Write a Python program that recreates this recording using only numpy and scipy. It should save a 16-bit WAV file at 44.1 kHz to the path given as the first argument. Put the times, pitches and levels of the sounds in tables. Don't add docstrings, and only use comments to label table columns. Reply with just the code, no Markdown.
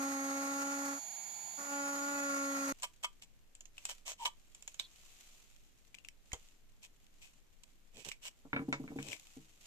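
import sys
import numpy as np
from scipy import signal
from scipy.fft import rfft, irfft
from scipy.io import wavfile
from scipy.ndimage import uniform_filter1d

SR = 44100
rng = np.random.default_rng(int(sys.argv[2]) if len(sys.argv) > 2 else 0)


def dump(signal):
    limited = np.clip(np.atleast_2d(signal).T, -1, 1)
    pcm = np.round(limited * 32767).astype(np.int16)
    wavfile.write(sys.argv[1], SR, pcm)


N = 426006
TIME = np.arange(N) / SR


def amp(db):
    return 10 ** (np.asarray(db) / 20)


def unit(x):
    return x / np.sqrt(np.mean(x ** 2) + 1e-20)


def peak_one(x):
    return x / np.sqrt(uniform_filter1d((x ** 2).mean(0), size=44).max())


def read(points, hz):
    f, *columns = np.transpose(points)
    return [np.interp(np.log(hz + 1), np.log(f + 1), c) for c in columns]


def add(mix, start, sound):
    part = mix[:, round(start * SR):][:, :sound.shape[1]]
    part += sound[:, :part.shape[1]]


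def bins(x):
    return np.fft.rfftfreq(x.shape[-1], 1 / SR)


def noise(n=N):
    return rng.standard_normal((2, n))


def wander(rate_hz):
    return unit(irfft(rfft(rng.standard_normal(N)) * np.exp(-(bins(TIME) / rate_hz) ** 2), N))


def colour(x, curve):
    n = x.shape[-1]
    log_gain = np.log(amp(read(curve, abs(np.fft.fftfreq(n, 1 / SR)))[0]))
    return irfft(rfft(x) * np.exp(signal.hilbert(log_gain).conj())[:n // 2 + 1], n)


def bandpass(x, edges_hz):
    return signal.sosfilt(signal.butter(3, edges_hz, "band", fs=SR, output="sos"), x)


def resonate(x, hz, width_hz):
    return signal.lfilter(*signal.iirpeak(hz, hz / width_hz, SR), x)


def push(start, length, crest=0.51, shape=0.72):
    return np.interp(TIME, start + length * np.array([0, np.clip(crest, .02, .98), 1]), [0, 1, 0]) ** shape


def panned(pan_db):
    return amp(np.array([[pan_db], [-pan_db]]) / 2)


# frequency in Hz, channel likeness 0-1, left lead in radians, left over right in dB.
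HAND_IMAGE = [(200, .95, -.1, -1), (950, .85, -.8, 0), (1600, .6, -2.1, -2), (2600, .45, -3.2, -1),
              (6500, .2, -1.5, -1)]
GRIND_IMAGE = [(280, .99, -.15, 0), (560, .97, -.45, -3), (840, .88, -.35, -2.5), (1120, .88, -1.9, -2),
               (1400, .85, -4.2, 5), (1700, .7, -2.4, -4), (4500, .3, -1.5, 0), (6700, .3, -1.5, -6),
               (8400, .2, -1.5, 6), (10500, .2, -1.5, -3)]

def stereo(x, image=HAND_IMAGE):
    likeness, lead, pan_db = read(image, bins(x))
    left, other = rfft(x)
    right = (likeness * left + np.sqrt(1 - likeness ** 2) * other) * np.exp(-1j * lead)
    return irfft(np.array([left * amp(pan_db / 2), right * amp(-pan_db / 2)]), x.shape[-1])


# frequency in Hz, relative level in dB.
ROOM_EQ = [(8.8, -13.5), (15, 17), (36, -7.5), (114, -13.5), (248, -16.5), (1100, -28.5), (2310, -27),
           (3980, -31.5), (7050, -37), (9650, -38), (14000, -34.5)]

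def room_tone(level_db=-63):
    wide = [(60, 0.31, 0, 0.11), (1960, 0.033, 0, 0.87)]
    return amp(level_db) * unit(stereo(colour(noise(), ROOM_EQ), wide))


def room_reverb(x, t60=0.17, wet_db=-17):
    t = TIME[:SR // 3]
    tail = noise(len(t)) * amp(-60 * t / t60) * (t > .004)
    return x + amp(wet_db) * signal.fftconvolve(x, tail / np.linalg.norm(tail[0]), axes=1)[:, :N]


# frequency in Hz, relative level in dB.
RUB_EQ = [(180, -60), (300, -24), (726, -12), (867, -15), (1360, -13), (1600, -16.5), (2630, -6.5),
          (5080, -12), (7130, -5.5), (9520, -18.5), (14000, -17)]
# midpoint in seconds, length in seconds, level in dB.
GRIP_CHANGES = [(2.799, 0.27, -70), (3.877, 0.32, -56.5), (4.556, 0.6, -81), (5.21, 1, -75),
                (6.415, 0.38, -64), (7.038, 0.087, -75), (7.248, 0.3, -68), (7.375, 0.08, -71),
                (7.697, 0.086, -74), (9.26, 0.73, -77), (9.65, 0.11, -64)]

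def rubbing(resting_db=-73, crackle_db=2, uneven_db=3.5, ticks_per_s=18, tick_db=9, tick_s=0.0038):
    flakes = (rng.random(N) < ticks_per_s / SR) * amp(tick_db) * rng.random(N)
    ticks = signal.lfilter([1], [1, -np.exp(-1 / (tick_s * SR))], flakes)
    rustle = colour(noise() * (amp(crackle_db * wander(280)) + ticks), RUB_EQ)
    grip = sum(amp(db) * push(middle - length / 2, length, shape=1) for middle, length, db in GRIP_CHANGES)
    return (amp(resting_db) + grip) * amp(uneven_db * wander(0.72)) * unit(rustle)


# frequency in Hz, relative level in dB.
RUST_EQ = [(300, -37), (599, -13), (800, -17), (1470, -18), (1550, -12.5), (3040, 0.5), (3570, -5),
           (4600, -9), (5300, -8), (6680, -5.5), (7970, -4), (9830, -21.5), (14000, -17)]
# centre in Hz, width in Hz, boost or cut in dB.
HANDLE_MODES = [(1033, 14, 7.5), (2250, 140, 4.5), (2560, 43, 8.5), (3430, 1000, 2.5), (5620, 47, 6.5),
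                (6180, 100, -25), (6530, 190, 0.5)]

def handle(friction):
    rust = colour(friction, RUST_EQ)
    ringing = stereo(rust + sum((amp(db) - 1) * resonate(rust, hz, width) for hz, width, db in HANDLE_MODES))
    return [unit(bandpass(ringing, band)) for band in [(350, 1400), (1400, 5000), (5000, 15000)]]


# start in seconds, peak level in dB.
FLAKES = [(3.222, -73), (3.887, -48), (4.076, -53), (4.793, -43), (4.96, -55), (5.311, -62), (5.4, -70),
          (5.563, -57), (5.949, -44.5), (6.487, -55), (7.067, -58), (6.086, -40), (6.833, -55),
          (7.224, -58), (7.97, -48), (8.049, -41), (8.089, -48), (8.123, -47), (8.259, -52), (8.267, -51),
          (8.282, -41), (9.028, -39), (9.086, -38), (9.27, -51.5), (9.312, -62)]

def crackles(crack_s=0.00094, fizz_db=-2):
    out, t = np.zeros((2, N)), TIME[:SR // 20]
    for start, db in FLAKES:
        _, rasp, fizz = handle(noise(len(t)) * np.exp(-t / crack_s))
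        add(out, start, amp(db) * peak_one(rasp + amp(fizz_db) * fizz))
    return out


# start in seconds, length in seconds, pitch in Hz, level in dB.
SQUEAKS = [(4.193, 0.057, 942, -43), (4.24, 0.054, 952, -44), (4.797, 0.079, 3400, -59.5),
           (4.822, 0.046, 4130, -59)]

def squeaks(roughness=0.04, crest=0.71):
    out = np.zeros((2, N))
    for start, length, hz, db in SQUEAKS:
        pitch_hz = hz * (1 + roughness * wander(263))
        phase = 2 * np.pi * np.cumsum(pitch_hz) / SR - np.array([[0], [.8]])
        tone = np.cos(phase) + 0.12 * np.cos(3 * phase)
        out += np.sqrt(2) * amp(db) * push(start, length, crest) * tone
    return out


# start in seconds, length in seconds, level in dB.
SCUFFS = [(7.934, 0.1, -60), (8.049, 0.052, -53), (9.027, 0.14, -55.5)]

def scuffs():
    envelope = sum(amp(db) * push(start, length) for start, length, db in SCUFFS)
    return envelope * unit(stereo(bandpass(noise(), (65, 650))))


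# start in seconds, length in seconds, crest position 0-1,
# rasp level in dB, ring pitch in Hz, pan in dB.
STROKES = [(2.828, 0.033, 0.14, -39.5, 990, 0.5), (3.027, 0.036, 0.53, -42, 3250, -1),
           (3.217, 0.037, 0.14, -56, 7260, 1), (3.89, 0.048, 0.04, -42.5, 3060, -1),
           (4.051, 0.1, 0.31, -44.5, 6570, -1), (4.177, 0.07, 1, -51.5, 3100, 0),
           (4.248, 0.041, 0.14, -39.5, 3140, -4), (6.818, 0.056, 0.47, -56.5, 2440, 2),
           (7.21, 0.1, 0.1, -61, 2500, 4), (7.633, 0.012, 0.3, -57.5, 7100, -4),
           (7.921, 0.13, 0.71, -59, 2500, -6), (8.044, 0.099, 0.05, -52.5, 2900, -7.5),
           (8.078, 0.022, 0.6, -51, 7300, -7), (8.212, 0.087, 0.7, -48, 2870, -0.5),
           (8.953, 0.23, 0.74, -52.5, 2460, 7)]
# centre in Hz, width in Hz, send level in dB.
PLATE_MODES = [(965, 34, 3.5), (2290, 49, -4)]

def scrapes(grains_per_s=1500, spread_db=3, smear=0.19, firm_db=-42, ring_width_hz=110, ring_db=5):
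    grains = (rng.random(N) < grains_per_s / SR) * amp(spread_db * np.minimum(rng.exponential(1, N), 3))
    body, rasp, fizz = handle(noise() * (grains + smear))
    out = np.zeros((2, N))
    for start, length, crest, db, ring_hz, pan_db in STROKES:
        body_db = -7 + 0.54 * (db - firm_db)
        envelope = amp(db) * push(start, length, crest, shape=0.94)
        stroke = envelope * panned(pan_db) * (rasp + amp(body_db) * body + fizz)
        out += stroke + amp(ring_db) * resonate(stroke, ring_hz, ring_width_hz)
    return out + sum(amp(db) * resonate(out, hz, width_hz) for hz, width_hz, db in PLATE_MODES)


def fuzzy_ring(hz, width_hz, db, t60):
    ring = resonate(resonate(stereo(noise(SR // 2)), hz, width_hz), hz, width_hz)
    return unit(ring) * amp(db - 60 * TIME[:SR // 2] / t60)


def struck(modes, t, uneven_db=1):
    hz, db, t60 = np.transpose(modes)[:, :, None]
    lead = read(HAND_IMAGE, hz)[1]
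    strength = amp(db + uneven_db * rng.standard_normal(db.shape))
    decay = strength / np.linalg.norm(strength) * amp(-60 * t / t60)
    phase = 2 * np.pi * hz * t * (1 + 0.013 * rng.standard_normal(hz.shape))
    return np.sqrt(2) * np.array([(decay * np.sin(phase - lag)).sum(0) for lag in (0, lead)])


# centre in Hz, width in Hz, level in dB, t60 in seconds.
JOLT_MODES = [(49.4, 53, -34.5, 0.057), (477, 110, -51, 0.12), (774, 1000, -46.5, 0.1),
              (2070, 100, -43, 0.064), (3170, 150, -38.5, 0.047)]

def jolt(start=6.331):
    out = np.zeros((2, N))
    add(out, start, sum(fuzzy_ring(*mode) for mode in JOLT_MODES))
    return out


# start in seconds, peak level in dB, ring pitch in Hz, pan in dB.
SNAPS = [(2.822, -38, 7200, 2), (2.832, -36, 8160, 8), (3.045, -35.5, 1214, 7), (3.551, -48, 7350, 2),
         (3.607, -45, 6840, -1), (3.655, -50, 6650, -9), (3.78, -41, 2670, 2), (3.853, -29.5, 7400, 1),
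         (4.255, -39, 3860, 17), (4.548, -45.5, 7260, 0), (4.624, -46, 7300, -7),
         (4.677, -36.5, 6930, -0.5), (4.743, -46, 6730, -4), (4.7965, -28, 3710, -2),
         (5.944, -48.5, 2410, 14), (5.985, -51.5, 2740, 12), (6.048, -45.5, 2630, 5),
         (6.318, -45, 2080, -7), (6.331, -32, 6850, -2.5), (8.116, -35, 2340, 0), (9.118, -41, 2900, 12),
         (9.13, -34, 2300, 5.5)]

def clicks(rise_s=0.0014, crack_t60=0.011, tail_db=-22, tail_t60=0.12, ping_s=0.0008):
    out, t = np.zeros((2, N)), TIME[:4096]
    force = (1 - np.exp(-t / rise_s)) * (amp(-60 * t / crack_t60) + amp(tail_db - 60 * t / tail_t60))
    for start, db, ring_hz, pan_db in SNAPS:
        body, rasp, fizz = handle(noise(len(t)) * force)
        ping = t * np.exp(-t / ping_s) * np.sin(2 * np.pi * ring_hz * t - np.array([[0], [np.pi / 2]]))
        click = amp(-11) * body + rasp + amp(-2) * fizz + amp(5) * unit(ping)
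        add(out, start, peak_one(click) * amp(db) * panned(pan_db))
        add(out, start, fuzzy_ring(ring_hz, 0.23 * ring_hz, db - 15, t60=0.1) * panned(pan_db))
    return out


# start in seconds, level in dB.
SLIPS = [(2.838, -35.5), (3.044, -29), (4.255, -27.5), (6.333, -59)]
# pitch in Hz, relative level in dB, t60 in seconds.
CLANG_MODES = [(982, 3.5, 0.072), (1180, -4.5, 0.11), (2200, 3.5, 0.057), (2550, 1, 0.058),
               (3020, 5.5, 0.06), (3300, 6, 0.06), (3940, -15, 0.05)]

def clangs(rise_s=0.00041):
    out, t = np.zeros((2, N)), TIME[:SR // 3]
    for start, db in SLIPS:
        add(out, start, amp(db) * struck(CLANG_MODES, t) * (1 - np.exp(-t / rise_s)))
    return out


# pitch in Hz, relative level in dB, t60 in seconds.
BENCH_MODES = [(139.8, -8.5, 0.4), (204.5, -12, 0.37), (272.3, 9, 0.088), (316, -13.5, 0.46),
               (452, -7, 0.16), (575, -14, 0.064), (778, -14, 0.1)]
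SHANK_MODES = [(558, 0, 0.19), (1000, -2, 0.25), (1373, 11.5, 0.06), (1500, -12, 0.098), (2268, 17, 0.11),
               (2370, 3, 0.13), (2580, -10, 0.059), (3700, 7, 0.1)]
# start in seconds, thud gain in dB, clank gain in dB, clank low-pass in Hz.
KNOCKS = [(8.452, -48.5, -51.5, 890), (8.531, -31.5, -34.5, 2900), (8.563, -34.5, -34.5, 2880),
          (8.593, -33, -47, 2500), (8.615, -37, -54, 1500), (8.683, -29.5, -52, 905),
          (8.727, -36, -34, 7600), (8.798, -35.5, -65, 900), (8.839, -40, -48, 860),
          (8.878, -50, -51.5, 2940), (8.903, -39, -68, 900), (8.916, -38.5, -49, 900),
          (8.958, -33, -64, 900), (8.987, -36, -46.5, 3020), (9.367, -43, -77, 900)]

def knocks(thud_rise_s=0.0028, strike_s=0.0014, noise_t60=0.12):
    out, t = np.zeros((2, N)), TIME[:SR // 3]
    crack_eq = [(150, -7), (1500, 9.5), (3400, -5), (7500, -4), (14000, -53)]
    boards_eq = [(50, -35), (140, -3), (320, -10.5), (600, -22), (1500, -38), (4000, -46)]
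    decay = amp(-60 * t / noise_t60)
    for start, thud_db, clank_db, cutoff_hz in KNOCKS:
        crack = unit(stereo(colour(noise(len(t)), crack_eq)))
        clank = struck(SHANK_MODES, t) + amp(-3) * crack * decay
        clank *= 1 + amp(3) * np.exp(-t / strike_s)
        add(out, start, amp(clank_db) * signal.lfilter(*signal.butter(4, cutoff_hz, fs=SR), clank))
        boards = unit(stereo(colour(noise(len(t)), boards_eq)))
        thud = struck(BENCH_MODES, t) + amp(-9) * boards * decay
        add(out, start, amp(thud_db) * thud * (1 - np.exp(-t / thud_rise_s)))
    return out


# frequency in Hz, relative level in dB.
AIR_EQ = [(59, -45), (100, -11.5), (145, -31), (194, -20.5), (534, -18.5), (810, -2), (1100, -13.5),
          (1600, -11.5), (2320, -11), (3160, -17), (4580, -11), (5080, -15.5), (6380, -12), (6790, -3.5),
          (7850, -13.5), (14000, -16)]

def cooling_air(level_db=-51):
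    return amp(level_db) * unit(stereo(colour(noise(), AIR_EQ), GRIND_IMAGE))


# time in seconds, pitch in Hz.
WHINE_PITCH = [(0.0, 6580), (0.11, 6600), (0.17, 6548), (0.74, 6692), (0.94, 6673), (1.109, 6733),
               (1.44, 6795), (2.01, 6737), (2.1, 6812), (2.329, 6674), (2.72, 6577)]
WHINE_ORDER = 24

def shaft_speed(wobble=0.000482):
    return np.interp(TIME, *np.transpose(WHINE_PITCH)) / WHINE_ORDER * (1 + wobble * wander(40))


# multiple of the shaft rate, level in dB.
SHAFT_TONES = [(3, -68), (8, -69), (12, -72), (16, -65), (25, -71), (48, -76)]

def motor(angle, left_db=-57.5, right_db=-43, throb_turns=4, hum_hz=100):
    whine = np.array([amp(db) * np.cos(WHINE_ORDER * angle + lag + 0.073 * wander(90))
                      for db, lag in ((left_db, 0), (right_db, np.pi / 2))])
    tones = np.zeros((2, N))
    for order, db in SHAFT_TONES:
        level = amp(db + 2 * wander(28))
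        tones += level * np.cos(order * angle + 0.27 * wander(44) + rng.uniform(0, 0.7, (2, 1)))
    throb = 1 + 0.063 * np.cos(angle / throb_turns)
    mains = 2 * np.pi * hum_hz * TIME
    flutter = 1 + 0.7 * np.cos(mains) + 0.4 * np.cos(2 * mains)
    hum = amp(-82) * np.cos(mains) + amp(-78) * np.cos(2 * mains)
    return np.sqrt(2) * (whine + tones * throb * flutter + hum)


# landing in seconds, lift-off in seconds.
BITES = [(-0.3, 1.0), (1.575, 2.8)]

def contact(rise_s=0.011, fall_s=0.022):
    return sum(np.interp(TIME, [lands, lands + rise_s, lifts - fall_s, lifts], [0, 1, 1, 0])
               for lands, lifts in BITES)


# time in seconds, then fundamental, overtone and grit in dB.
PRESSURE = [(0.0, -40.5, -50.5, -43.5), (0.5, -43, -50, -46), (0.92, -44, -53, -45.5), (1.0, -54, -66, -48),
            (1.66, -57, -57.5, -47.5), (1.73, -46, -49, -49), (2.0, -46, -50.5, -47.5),
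            (2.35, -43.5, -47, -45.5), (2.7, -41.5, -49.5, -44)]
# multiple of the shaft rate, relative level in dB.
BUZZ_OVERTONES = [(2, 0.5), (4, -1), (5, 2.5), (6, -3.5), (7, -8.5), (8, -9.5), (11, -19), (16, -19.5),
                  (20, -21), (44, -34)]
# time in seconds, gain in dB.
HOLLOWING = [(2.2, 1), (2.26, -10)]
# frequency in Hz, relative level in dB.
GRIT_EQ = [(100, -19.5), (220, -1), (380, -6), (720, 1.5), (1000, 0.5), (1300, 12), (1500, 4.5),
           (2400, -2.5), (3300, -13), (4400, -8), (6500, -3.5), (9500, -11), (14000, -11.5)]

def burr(angle, speed_hz, spurt_depth=0.21, repeat=0.15, ring_hz=1412, ring_width_hz=57, ring_db=3.3):
    angle = angle + .01 * wander(150)
    orders = np.arange(1, 45)
    _, leads, pans_db = read(GRIND_IMAGE, orders * speed_hz.mean())
    when, *levels = np.transpose(PRESSURE)
    fundamental_db, overtones_db, grit_db = [np.interp(TIME, when, level) for level in levels]
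    buzz = np.zeros((2, N))
    for order, timbre_db, lead, pan_db in zip(orders, read(BUZZ_OVERTONES, orders)[0], leads, pans_db):
        db = fundamental_db if order == 1 else overtones_db + timbre_db
        db = db + ring_db / (1 + (2 * (order * speed_hz - ring_hz) / ring_width_hz) ** 2)
        if order == 3:
            db = db + np.interp(TIME, *np.transpose(HOLLOWING))
        flicker_db = min(order / 4, 3) * wander(7)
        buzz -= amp(db + flicker_db) * panned(pan_db) * np.cos([order * angle, order * angle - lead])
    spurts = noise() * np.exp(spurt_depth * np.cos(angle) + 0.32 * wander(44))
    spurts = spurts + repeat * spurts[:, np.searchsorted(angle, angle - 2 * np.pi)]
    grit = unit(stereo(colour(spurts, GRIT_EQ), GRIND_IMAGE))
    return contact() * (np.sqrt(2) * buzz + amp(grit_db) * grit)


def scene(scene_cut_s=2.726):
    speed_hz = shaft_speed()
    angle = 2 * np.pi * np.cumsum(speed_hz) / SR
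    ambience = room_tone()
    prying = scrapes() + scuffs() + squeaks() + clicks() + clangs() + jolt() + crackles()
    handwork = room_reverb(prying + knocks()) + rubbing() + ambience
    grinding = motor(angle) + cooling_air() + burr(angle, speed_hz)
    before_cut = np.clip((scene_cut_s - TIME) / 0.0019, 0, 1)
    return before_cut * grinding + (1 - before_cut) * handwork


def record(dry):
    lowpass = signal.firwin(255, 14300, window=("kaiser", 8), fs=SR)
    return signal.oaconvolve(dry, lowpass[None], "same")


dry = scene()
out = record(dry)
dump(out)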